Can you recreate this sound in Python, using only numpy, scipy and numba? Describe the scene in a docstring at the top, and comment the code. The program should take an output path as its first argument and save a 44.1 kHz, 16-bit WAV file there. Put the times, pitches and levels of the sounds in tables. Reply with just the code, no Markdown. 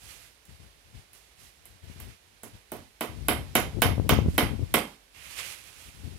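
"""Broadband far hiss from leaves and traffic, strokes through dry ground, and wind eddies at two microphone ports.
A hammer then taps, and soon drives, a nail into a post outside a slatted shed, a little to the right: damped
modes of steel and wood are excited by short forces, with discrete reflections and diffuse decay.
Pressure pulses of wind grow hard among the later blows; after the last blow dry stalks snap, and ground and
gusts go on. Throughout, a level-dependent gain lifts the hiss whenever something louder sounds."""
import sys
import numpy as np
from scipy import signal
from scipy.fft import rfft, irfft
from scipy.io import wavfile
from scipy.ndimage import uniform_filter1d
from numba import njit

SR = 44100
rng = np.random.default_rng(int(sys.argv[2]) if len(sys.argv) > 2 else 0)


def gain_from_db(level_db):
    """Convert decibel levels to linear amplitude factors (20 dB per decade)."""
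    decades = np.asarray(level_db, float) / 20
    return 10 ** decades


def to_wav(s):
    """Save 16-bit WAV."""
    ch = np.atleast_2d(s).T  # columns
    pcm = np.round(np.clip(ch, -1, 1) * 32767)  # PCM
    wavfile.write(sys.argv[1], SR, pcm.astype(np.int16))


N = 272538
TIME = np.arange(N) / SR
SIDES = np.array([[1], [-1]])  # left, right

# spectrum of far leaves and traffic: [frequency_hz, relative_level_db]
HISS_SPECTRUM = [(30, -42), (45, 4), (65, -1.5), (110, -13.5), (200, -14), (440, -12), (800, -12.5),
                 (1250, -16.5), (2160, -13.5), (4000, -16), (7500, -22), (10600, -21), (14500, -29),
                 (16500, -36)]
HISS_RMS_DB = -53.5
HISS_PAN_DB, HISS_LAG_S = -9, .0004  # left minus right in the treble; the bass reaches the right port later

# strokes through dry grass and grit:
# [start_s, hold_s, relative_level_db, fade_by_20_db_s, scrape_near_2500_hz_relative_db]
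STROKES = [(0.0, .08, -56, .3, -10), (0.1, .18, -57, .08, -5), (1.15, .01, -57, .25, -14),
           (1.4, .04, -55, .17, -10), (1.88, .26, -68, .1, 2), (4.3, .06, -56, .05, -8),
           (5.15, .08, -58, .1, 2.5), (5.245, .02, -55, .08, -1), (5.31, .06, -53, .1, -5),
           (5.39, .015, -42.5, .12, 1.5), (5.46, .08, -51, .08, -6), (5.59, .25, -55, .45, -5)]
STROKE_RISE_S = .04  # time to rise by 20 dB
# spectrum of the rustle: [frequency_hz, relative_level_db]
RUSTLE_SPECTRUM = [(240, -44), (400, -11), (964, -11.5), (1140, -8), (2220, -12), (4180, -4.5), (11200, -3),
                   (16000, -16.5)]
# snapping dry stalks: [start_s, level_before_colouring_db]
SNAPS = [(5.234, -34), (5.391, -24), (5.399, -24)]

# puffs of wind on the ports: [start_s, hold_s, relative_level_at_windward_port_db, left_minus_right_db]
PUFFS = [(0.03, .05, -48, 8), (0.1, .18, -55, -4), (0.49, .045, -42, 15), (0.597, .07, -41, 19),
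         (0.75, .04, -58, 0), (0.86, .03, -46, 14), (0.945, .03, -37, 24), (1.12, .05, -57, 3),
         (1.39, .08, -52, 12), (1.6, .04, -54, 10), (1.69, .07, -48, 14), (1.835, .08, -40, 22),
         (1.96, .145, -38, 20), (2.25, .12, -59, 9), (2.44, .05, -50, -2), (2.52, .04, -43, 12),
         (2.73, .08, -47, -3), (2.83, .05, -53, 2), (3.09, .06, -37, 18), (3.17, .08, -32, 24),
         (3.27, .14, -30, 7), (3.44, .1, -37, 10), (3.56, .125, -32, 2), (3.75, .04, -21, 30),
         (3.845, .08, -21, 9), (3.975, .04, -21, 14), (4.04, .03, -24, 12), (4.11, .11, -19, 12),
         (4.25, .04, -21, 2), (4.335, .03, -29, 3), (4.43, .025, -21, 12), (4.51, .035, -23, 19),
         (4.595, .04, -24, 14), (4.7, .09, -36, 6), (5.17, .04, -55, 0), (5.255, .03, -49, 9),
         (5.35, .16, -54, 1), (5.58, .12, -56, -3), (5.76, .07, -55, -2), (5.865, .02, -42, 14),
         (5.95, .06, -40, 22), (6.04, .04, -31, 30), (6.12, .06, -36, 25)]
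PUFF_RISE_S, PUFF_FALL_S, CALM_DB = .03, .055, -68  # time to rise or fall by 20 dB; level between puffs
# single hard buffets: [nominal_time_s, level_before_filters_db, left_minus_right_db, rise_time_constant_ms]
BUFFETS = [(0.491, -33, 10, 1), (0.6, -30, 18, 1), (0.95, -30, 20, 1), (1.837, -28, 23, 1),
           (1.898, -21.5, 23, 1), (1.96, -26.5, 14, .9), (2.55, -30, 5, 1), (3.223, -17, 27, 1),
           (3.769, -12, 27, .7), (3.857, -6.5, 7.5, .35), (3.874, -12, 16, .8), (3.889, -5, 20, .3),
           (3.91, -6, 16, 1.2), (3.932, -9, 16, .6), (3.979, -5, 15, .5), (3.997, -2, 26, .36),
           (4.065, -18, 9, .6), (4.123, 1.5, 25, .6), (4.135, -1, 25, .4), (4.165, -6, 15, 1),
           (4.187, 2, 23, .32), (4.259, -3.5, 9, .85), (4.284, -1.5, -14, 1), (4.449, -11, 1, .55),
           (4.511, -17, 22, .75), (4.593, -13, 8, .7), (4.628, -12, 25, 1)]

# hammer blows: [nominal_time_s, relative_steel_level_db, relative_wood_level_db, push_time_to_peak_ms]
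BLOWS = [(0.4529, -43, -78, 0.04), (1.1318, -39, -71, 0.04), (1.6546, -37, -58, 0.052),
         (2.0009, -34, -52, 0.04), (2.4328, -32, -44.5, 0.09), (2.7181, -27.5, -36, 0.13),
         (3.0083, -22.5, -28, 0.051), (3.2839, -13, -20.5, 0.034), (3.5525, -11.5, -18.5, 0.042),
         (3.819, -11.5, -18, 0.036), (4.092, -13.5, -18, 0.034), (4.3795, -13, -18, 0.031),
         (4.7403, -11.5, -18.5, 0.031)]
# modes of the nail and hammer head, damped by wood and hand: [mean_pitch_hz, mean_relative_level_db, t60_s]
STEEL_MODES = [(6480, -5, 0.00098), (7700, -6, 0.0034), (9040, -8, 0.0066), (9900, -0.5, 0.0031),
               (12300, 9, 0.001), (14530, 9, 0.001), (14440, -1, 0.0033)]
# modes of the post, heavily damped: [mean_pitch_hz, mean_relative_level_db, t60_s]
POST_MODES = [(306, -3.5, 0.049), (376, -8.5, 0.038), (463, -5, 0.045), (696, -1, 0.052),
              (1050, 0.5, 0.017), (1460, -2.5, 0.022), (2143, 1.5, 0.0089), (3088, 1, 0.016),
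              (3736, -2.5, 0.013), (5000, -2.5, 0.004)]
# single reflections: [delay_s, left_level_db, right_level_db, low_corner_hz, high_corner_hz]
ECHOES = [(.0035, -4, -7, 400, 5000), (.008, 5, 4, 510, 4500), (0.015, -16, 1, 8000, 16000),
          (.0195, -8, 3, 8000, 15000), (.027, 2.5, -2.5, 290, 3500), (.038, -4, 5, 300, 2000),
          (0.0487, -16, 1, 8000, 15000)]
# diffuse sound of shed and yard:
# [band_centre_hz, relative_level_db, t60_s, left_minus_right_db, likeness_of_ports_0_to_1]
YARD = [(216, -12, 0.37, -1, 1), (400, -19, .35, -16, 1), (740, -20, 0.36, -3.5, .6),
        (1650, -18.5, 0.31, -10, 0), (3330, -19.5, 0.31, -9, 0.1), (6900, -21, .28, -15, 0.02),
        (12500, -30, 0.19, -11.5, 0.4), (17700, -37.5, 0.14, 0, 0.2)]


def shaped(x, gain):
    """Linear filtering: the spectrum is multiplied by a gain given as a function of Hz."""
    hz = np.fft.rfftfreq(x.shape[-1], 1 / SR) + 1  # 1 Hz up, to avoid zero
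    return irfft(rfft(x) * gain(hz), x.shape[-1])


def colour(points):
    """Spectral envelope: (Hz, dB) points are interpolated along log frequency."""
    hz, db = np.transpose(points)
    return lambda f: gain_from_db(np.interp(np.log(f), np.log(hz), db))


def unit(x):
    """Normalisation of a signal to rms 1."""
    return x / np.sqrt(np.mean(x ** 2))


def walk(rate):
    """Slow random modulation: levels held for 1 / rate s, smoothed twice, with spread near 1."""
    hold = int(SR / rate)
    steps = np.repeat(rng.standard_normal(N // hold + 1), hold)
    smooth = uniform_filter1d(uniform_filter1d(steps, hold), hold)
    return 1.54 * smooth[:N]


def pair(size, alike):
    """Partial coherence: common and opposed noise are mixed so two ports correlate by the given share."""
    mid, side = rng.standard_normal((2, size))
    alike = np.clip(alike, 0, 1)
    return np.sqrt((1 + alike) / 2) * mid + np.sqrt((1 - alike) / 2) * side * SIDES


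def add(out, s, sound):
    """Superposition of a sound into the mix, starting at s seconds."""
    k = int(s * SR)
    out[..., k:k + sound.shape[-1]] += sound[..., :N - k]


def swell(s, hold_s, rise_s, fall_s):
    """Exponential attack, hold and release as a dB envelope; each slope is the time for 20 dB."""
    before = np.maximum(s - TIME, 0)
    after = np.maximum(TIME - s - hold_s, 0)
    return -20 * (before / rise_s + after / fall_s)


def leaves():
    """A distant diffuse field: smooth noise, coherent between the ports only in the bass."""
    bass = shaped(pair(N, 0.81),
                  lambda f: np.exp(1j * np.pi * f * HISS_LAG_S * SIDES) / np.sqrt(1 + (f / 900) ** 4))
    treble = shaped(pair(N, 0), lambda f: 1 / np.sqrt(1 + (900 / f) ** 4))
    treble = gain_from_db(SIDES * HISS_PAN_DB / 2) * treble
    return gain_from_db(HISS_RMS_DB) * unit(shaped(bass + treble, colour(HISS_SPECTRUM)))


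def ground():
    """Granular friction: sparse random impulses over smooth noise, a mid-band scrape, and snapping stalks."""
    grain_level = gain_from_db(np.minimum(4.7 * rng.exponential(1, (2, N)), 12))
    present = rng.random((2, N)) < .06
    grains = grain_level * present * rng.standard_normal((2, N))
    grit = unit(grains) + 2.1 * rng.standard_normal((2, N))
    rustle = unit(shaped(grit, colour(RUSTLE_SPECTRUM)))
    scrape = unit(shaped(grit, lambda f: 1 / (1 + ((f - 2500) / 700) ** 2)))
    strokes, snaps = 0, np.zeros((2, N))
    for s, hold_s, db, fade_s, scrape_db in STROKES:
        level = gain_from_db(db + swell(s, hold_s, STROKE_RISE_S, fade_s))
        strokes = strokes + level * (rustle + gain_from_db(scrape_db) * scrape)
    for s, db in SNAPS:
        add(snaps, s, gain_from_db(db) * np.exp(-TIME[:200] / .0004) * rng.standard_normal((2, 200)))
    # strokes lie to the right and waver a little in level
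    placed = gain_from_db(-SIDES * 6.77 + 0.94 * walk(30)) * strokes
    return placed + shaped(snaps, colour(RUSTLE_SPECTRUM))


def eddies(gain, even_s):
    """Turbulent pressure: incoherent noise at each port, its slow fluctuation of power evened out."""
    x = shaped(rng.standard_normal((2, N)), gain)
    return x / np.sqrt(uniform_filter1d(x ** 2, int(even_s * SR)) + 1e-18)


def wind():
    """Turbulence at the ports: the high band grows faster than the low as gusts harden; pulses buffet."""
    power = gain_from_db(CALM_DB) ** 2
    for s, hold_s, db, pan in PUFFS:
        shelter = gain_from_db(np.minimum(SIDES * pan, 0))  # only the leeward port is weakened
        power = power + shelter ** 2 * gain_from_db(db + swell(s, hold_s, PUFF_RISE_S, PUFF_FALL_S)) ** 2
    port_db = 10 * np.log10(power)
    lumps = np.array([walk(60), walk(60)])
    low = eddies(lambda f: f / 60 / (1 + (f / 76) ** 3.31), even_s=0.034)
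    high = eddies(lambda f: (f / 150) ** 2.8 / (1 + (f / 220) ** 5.5), even_s=0.019)
    high_db = -8.5 + 0.3 * (port_db + 16) + 2.8 * lumps
    out = gain_from_db(port_db) * (low + gain_from_db(high_db) * high)
    for s, db, pan, rise_ms in BUFFETS:
        u = (TIME[:SR // 20] - .008) * 1000 / rise_ms
        # pressure builds to a pointed crest and sags more slowly
        pulse = np.exp(-np.hypot(u, .4) * np.where(u < 0, 1, .6))
        add(out, s - .0062, gain_from_db(db + np.minimum(SIDES * pan, 0)) * pulse)
    # the treble and the lowest bass are rolled off, buffets included
    out = shaped(out, lambda f: 1 / (1 + (f / 1500) ** 4) / (1 + (36 / f) ** 4))
    # the port's own resonant low cut
    return signal.sosfilt(signal.cheby1(2, 3.5, 58, "high", fs=SR, output="sos"), out)


def ring(modes, scatter_db):
    """Modal impulse response: damped sines, neighbours in opposite phase, with random pitch and level."""
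    hz, db, t60 = np.transpose(modes)[:, :, None]
    chance = rng.standard_normal((2, len(modes), 1))
    t = TIME[:SR // 20]
    sign = (-1) ** np.arange(len(modes))[:, None]
    hz = hz * (1 + .012 * chance[1])
    level = gain_from_db(db + scatter_db * chance[0] - 60 * t / t60)
    return (sign * level * np.sin(2 * np.pi * hz * t)).sum(0)


def flat_burst(size):
    """Broadband excitation: a short burst with a flat magnitude spectrum and random phase."""
    return irfft(np.exp(2j * np.pi * rng.random(size // 2 + 1)))


def strike(body, force, db):
    """Forced vibration: force convolved with the body's response; db sets the energy at each port."""
    y = signal.fftconvolve(body[None], np.atleast_2d(force), axes=1)
    return gain_from_db(db) * y / np.sqrt(np.sum(y ** 2, -1, keepdims=True))


def paths():
    """Specular propagation: a direct impulse and delayed, band-limited reflections."""
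    out = np.zeros((2, SR // 2))
    for delay, left_db, right_db, low_hz, top_hz in ECHOES:
        click = np.zeros_like(out)
        click[:, int(delay * SR)] = gain_from_db(np.array([left_db, right_db]))
        out += shaped(click, lambda f: 1 / (1 + (f / top_hz) ** 4) / (1 + (low_hz / f) ** 4))
    out[:, 0] += gain_from_db(np.array([7., 9.]))
    return out


def scatter():
    """Diffuse reverberation: overlapping noise bands decay exponentially, the treble soonest."""
    t, out = TIME[:SR // 2], 0
    for hz, db, t60, pan_db, alike in YARD:
        band = shaped(pair(len(t), alike), lambda f: np.cos(np.pi / 2 * np.clip(np.log2(f / hz), -1, 1)))
        decay = gain_from_db(db + SIDES * pan_db / 2 - 60 * t / t60)
        out = out + band * decay * (1 - np.exp(-t / 0.0004))
    return out


def hammer():
    """Impact excitation: steel sounds first and the post just after, each with reflections and diffuse decay."""
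    out, direct, shed = np.zeros((2, N)), paths(), gain_from_db(-0.5) * scatter()
    t = TIME[:SR // 20]
    for s, steel_db, wood_db, push_ms in BLOWS:
        steel, wood = ring(STEEL_MODES, scatter_db=2.2), ring(POST_MODES, scatter_db=0.6)
        # the tick is a short burst at the left port and a longer, swelling one at the right
        tick = np.zeros((2, 192))
        tick[0, 80:128] = flat_burst(size=48)
        tick[1] = flat_burst(size=192) * np.hanning(192)
        # a longer push on the wood sounds duller
        push = t[:SR // 200] * 1000 / push_ms
        push = push * np.exp(-push)
        near, far = np.zeros((2, 2, SR // 10))
        add(near, 0, strike(steel, tick, steel_db + 7.5))
        add(near, .0028, strike(wood, push, wood_db + 16))
        # averaged over all directions the modes blur into broad humps
        add(far, .0015, strike(steel * np.exp(-t / .00016), [1.], steel_db + 7.5))
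        add(far, .0028, strike(wood * np.exp(-t / .0014), push, wood_db + 13))
        diffuse = shed + gain_from_db(-1.0) * scatter()  # one part shared by all blows, one drawn for each
        add(out, s - .0015, signal.fftconvolve(near, direct, axes=1))
        add(out, s - .0015, signal.fftconvolve(far, diffuse, axes=1))
    return out


def scene():
    """Linear superposition of all sources at the two ports."""
    return leaves() + ground() + wind() + hammer()


@njit
def follow(x, attack, release):
    """Envelope detection: a first-order average that rises fast and falls slowly."""
    e, out = 0., np.empty(len(x))
    for i in range(len(x)):
        e += (x[i] - e) * (attack if x[i] > e else release)
        out[i] = e
    return out


def roll_off(x):
    """The treble ends steeply here."""
    return signal.sosfilt(signal.butter(12, 16960, fs=SR, output="sos"), x)


def record(dry):
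    """Downward expansion: a soft gate shared by both channels lowers quiet moments; the top is cut."""
    level = follow(np.abs(dry).mean(0), 1 / (0.002 * SR), 1 / (0.043 * SR))  # 2 ms attack, 43 ms release
    open_db, slope, depth_db = -40, .6, 10
    gain_db = np.clip(slope * (20 * np.log10(level + 1e-9) - open_db), -depth_db, 0)
    top_hz = 15900
    mix = shaped(dry * gain_from_db(gain_db), lambda f: 1 / (1 + (f / top_hz) ** 60))
    return roll_off(mix)


dry = scene()
out = record(dry)
to_wav(out)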